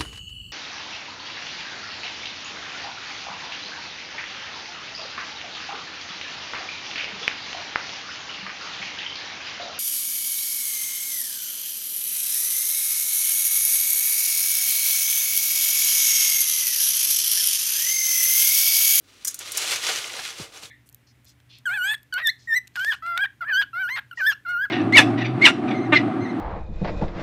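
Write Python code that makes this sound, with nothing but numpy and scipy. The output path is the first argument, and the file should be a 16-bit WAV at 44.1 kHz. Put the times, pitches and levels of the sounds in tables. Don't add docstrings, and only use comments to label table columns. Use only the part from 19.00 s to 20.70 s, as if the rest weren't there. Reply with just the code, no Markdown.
import sys
import numpy as np
from scipy import signal
from scipy.fft import rfft, irfft
from scipy.io import wavfile

SR = 44100
rng = np.random.default_rng(int(sys.argv[2]) if len(sys.argv) > 2 else 0)


def output_pcm(signal):
    pcm = np.clip(np.atleast_2d(signal).T, -1, 1) * 32767
    wavfile.write(sys.argv[1], SR, np.round(pcm).astype(np.int16))


N = 74970

# (time [s], relative level [dB])
SLIDE_LEVEL = [(0, -73.5), (.09, -54.5), (.14, -55), (.18, -55.5), (.24, -49.5), (.32, -50), (.375, -54.5),
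               (.402, -38.5), (.44, -42), (.465, -35.5), (.5, -39.5), (.52, -42), (.565, -30.5),
               (.625, -29), (.65, -30), (.72, -24), (.79, -34.5), (.825, -30), (.885, -24), (.92, -27),
               (.955, -28), (1.02, -35), (1.055, -34.5), (1.085, -38), (1.18, -35.5), (1.215, -36),
               (1.24, -32), (1.305, -36.5), (1.35, -44.5), (1.385, -39.5), (1.435, -38), (1.48, -53.5),
               (1.515, -55), (1.54, -44.5), (1.572, -41.5), (1.605, -52), (1.635, -39), (1.7, -61.5)]
# (time [s], gain [dB])
BODY_GAIN = [(0, 2), (.34, -7), (.41, 1.5), (.465, -2.5), (.58, -2), (.72, -3.5), (.82, -5.5), (.89, -0.5),
             (.94, -5.5), (1.07, 2.5), (1.12, 0.5), (1.18, 5), (1.27, -10), (1.43, 6.5), (1.57, 4.5),
             (1.7, 3)]
# (time [s], gain [dB])
TREBLE_GAIN = [(0, -7.5), (.45, -2), (.62, 0.5), (.75, -1.5), (.89, -3.5), (.95, -2), (1.1, -2),
               (1.3, -4.5), (1.42, -1.5), (1.57, -2.5), (1.7, 3.5)]
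# (time [s], relative level [dB], time scale [s], centre frequency [Hz])
LUMP_HITS = [(.718, -14, .005, 3160), (0.889, -2, 0.016, 605), (1.042, -9.5, 0.0056, 2640),
             (1.096, -12.5, 0.0047, 2310), (1.138, -11.5, 0.0018, 1940), (1.165, -14, .005, 1500),
             (1.191, -7.5, 0.0043, 1340), (1.25, -13, 0.0045, 2170), (1.634, -21.5, 0.0018, 4060),
             (1.654, -22, 0.0023, 3500)]
# (frequency [Hz], bandwidth [Hz], gain [dB])
BOX_MODES = [(345, 22, -3), (458, 18, 3), (555, 22, -1), (775, 14, 5), (1170, 14, -1), (1215, 20, 0),
             (1442, 24, -1), (2111, 28, -1), (2474, 28, -2), (2910, 14, 0), (3306, 18, -1), (3490, 27, -2),
             (3657, 18, -3), (4040, 22, -5)]
# (frequency [Hz], relative spectral level [dB])
SALT_SPECTRUM = [(60, -41), (125, -12), (190, -22), (320, -12), (470, -8), (690, -9), (900, -7.5),
                 (1400, -6.5), (2040, -2.5), (3400, -2), (6000, -3.5), (9400, -9.5), (14400, -20.5),
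                 (16000, -30)]
# (time [s], relative level [dB], time scale [s], ring frequency [Hz])
CREASE_SNAPS = [(.2482, -3.5, .002, 6400), (.2512, -4, .002, 6400), (.2700, -11, .002, 6700),
                (.2731, -1, .0028, 7100), (.2798, .5, .0025, 6900), (.3091, -16.5, .0025, 6000),
                (.3434, -7.5, .0018, 5950), (.3904, -11, .0015, 7000), (.5192, -6.5, .0022, 5800),
                (.5729, -.5, .0014, 7300), (.5763, -3, .0018, 7400)]
# (frequency [Hz], relative spectral level [dB])
SNAP_SPECTRUM = [(200, -35), (850, -32), (1400, -13.5), (2300, -19.5), (4900, -6.5), (5600, 0.5), (7200, 2),
                 (8500, -2.5), (9300, 4), (10000, -2), (11000, 1), (11600, -4), (12500, -2.5),
                 (16000, -12.5)]
# (time [s], level [dB])
WALL_KNOCKS = [(1.398, -36.5), (1.63, -53.5)]
# (frequency [Hz], time to decay by 60 dB [s])
TUB_DECAY = [(200, 0.24), (1000, 0.22), (3000, 0.14), (7000, 0.16), (15000, 0.081)]
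# (frequency [Hz], relative spectral level [dB])
ROOM_SPECTRUM = [(20, -22), (35, -13), (50, 6), (70, -14), (100, 2), (160, -6.5), (280, -0.5), (450, -6.5),
                 (750, -16), (3000, -19), (15000, -27)]


def sliding_salt(walls=5, slide_db=0.5):
    sliding = sum(tub_reverb(curve(SLIDE_LEVEL) * grains()) for _ in range(walls)) / np.sqrt(walls)
    hits = amp(slide_db) * sliding + lumps()
    ringing = sum(amp(db) * resonate(hits, hz, width) for hz, width, db in BOX_MODES)
    return shift_balance(colour(hits + ringing, SALT_SPECTRUM))


def grains(fine_per_s=2200, coarse_per_s=45, clump_s=0.0044, clump_db=2.5, coarse_db=-8):
    window = np.hanning(round(2 * clump_s * SR))
    clumps = unit_rms(signal.fftconvolve(rng.standard_normal(N), window, "same"))
    fine = unit_rms(impacts(fine_per_s, spread_db=4) * amp(clump_db * clumps))
    coarse = signal.fftconvolve(impacts(coarse_per_s, spread_db=5.5), slips(scale_s=0.00053))[:N]
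    return fine + amp(coarse_db) * coarse


def impacts(per_s, spread_db):
    size = amp(spread_db * np.minimum(rng.exponential(1, N), 4))
    return unit_rms(size * rng.choice([-1, 1], N) * (rng.random(N) < per_s / SR))


def lumps(gain_db=-1, ring_db=20, width_share=0.42):
    out = np.zeros(N)
    for start, db, scale_s, hz in LUMP_HITS:
        fall = slips(scale_s, size=2048)
        ring = amp(ring_db) * resonate(fall, hz, hz * width_share)
        add(out, start, amp(db + gain_db) * tub_reverb(unit_energy(fall + ring)))
    return out


def shift_balance(x, body_hz=1040, treble_hz=5100):
    hz, spectrum = np.fft.rfftfreq(2 * N, 1 / SR), rfft(x, 2 * N)
    low = 1 / (1 + (hz / body_hz) ** 4)
    high = 1 - 1 / (1 + (hz / treble_hz) ** 4)
    body, middle, treble = (irfft(spectrum * share)[:N] for share in (low, 1 - low - high, high))
    return body * curve(BODY_GAIN) + middle + treble * curve(TREBLE_GAIN)


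def carton_crackles(gain_db=3.5, ring_db=-4, ring_width_hz=1100):
    out = np.zeros(N)
    for start, db, scale_s, hz in CREASE_SNAPS:
        snap = slips(scale_s)
        ring = amp(ring_db) * resonate(snap, hz, ring_width_hz)
        add(out, start, amp(db) * tub_reverb(unit_energy(snap + ring)))
    return amp(gain_db) * colour(out, SNAP_SPECTRUM)


def slips(scale_s, size=1024):
    age = np.arange(size) / SR / scale_s
    return unit_energy(rng.standard_normal(size) * np.sqrt(age) * np.exp(-2 * age))


def wall_thumps(start_hz=250, end_hz=61.7, sag_s=0.016, length_s=0.024, rise_s=0.00049):
    puff_hz, puff_width_hz, puff_db, puff_t60 = 370, 200, -1.5, 0.074
    out, t = np.zeros(N), np.arange(SR // 4) / SR
    hz = end_hz + (start_hz - end_hz) * np.exp(-t / sag_s)
    flex = -np.sin(2 * np.pi * np.cumsum(hz) / SR) / np.sqrt(1 + (t / length_s) ** 10)
    attack = np.minimum(t / rise_s, 1)
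    for start, db in WALL_KNOCKS:
        band = resonate(rng.standard_normal(len(t)), puff_hz, puff_width_hz)
        puff = unit_rms(resonate(band, puff_hz, puff_width_hz)) * amp(puff_db - 60 * t / puff_t60)
        add(out, start, amp(db) * attack * (flex + puff))
    return out


def tub_reverb(x, near_t60=0.03, near_db=-1, ring_db=-6):
    t = np.arange(SR // 3) / SR
    near = unit_energy(rng.standard_normal(len(t)) * amp(-60 * t / near_t60) * (t > .001))
    hz, frame_s, noise = signal.stft(rng.standard_normal(len(t)), SR, nperseg=256)
    decay = amp(-60 * frame_s / at_frequency(TUB_DECAY, hz)[:, None])
    tail = signal.istft(noise * decay, SR, nperseg=256)[1][:len(t)]
    response = (t == 0) + amp(near_db) * near + amp(ring_db) * unit_energy(tail * (t > .003))
    return signal.fftconvolve(x, unit_energy(response))[:N]


def room_tone(noise_db=-61, hum_db=-71, hum_hz=97):
    noise = colour(rng.standard_normal(2 * N), ROOM_SPECTRUM)[N:]
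    hum = np.sqrt(2) * np.sin(2 * np.pi * hum_hz * np.arange(N) / SR)
    return amp(noise_db) * noise + amp(hum_db) * hum


def resonate(x, hz, width_hz):
    radius = np.exp(-np.pi * width_hz / SR)
    pole = radius * np.exp(2j * np.pi * hz / SR)
    return 2 * signal.lfilter([1 - radius], [1, -pole], x).real


def colour(x, spectrum, size=4096):
    log_gain = np.log(amp(at_frequency(spectrum, abs(np.fft.fftfreq(size, 1 / SR)))))
    taps = np.fft.ifft(np.exp(np.conj(signal.hilbert(log_gain)))).real[:size // 2]
    return signal.fftconvolve(x, unit_energy(taps))[:len(x)]


def at_frequency(table, hz):
    table_hz, value = np.transpose(table)
    return np.interp(np.log(hz + 1), np.log(table_hz + 1), value)


def curve(points):
    return amp(np.interp(np.arange(N) / SR, *np.transpose(points)))


def add(mix, start_s, sound):
    part = mix[round(start_s * SR):][:len(sound)]
    part += sound[:len(part)]


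def amp(db):
    return 10 ** (np.asarray(db) / 20)


def unit_rms(x):
    return x / np.sqrt(np.mean(x ** 2) + 1e-20)


def unit_energy(x):
    return x / (np.linalg.norm(x) + 1e-20)


def scene():
    return (sliding_salt() + carton_crackles() + wall_thumps() + room_tone())[None]


def record(dry):
    low_cut_hz, edge_hz = 41, 15950
    dry = signal.sosfilt(signal.butter(3, low_cut_hz, "high", fs=SR, output="sos"), dry)
    return signal.oaconvolve(dry, signal.firwin(511, edge_hz, window=("kaiser", 9), fs=SR)[None], "same")


dry = scene()
out = record(dry)
output_pcm(out)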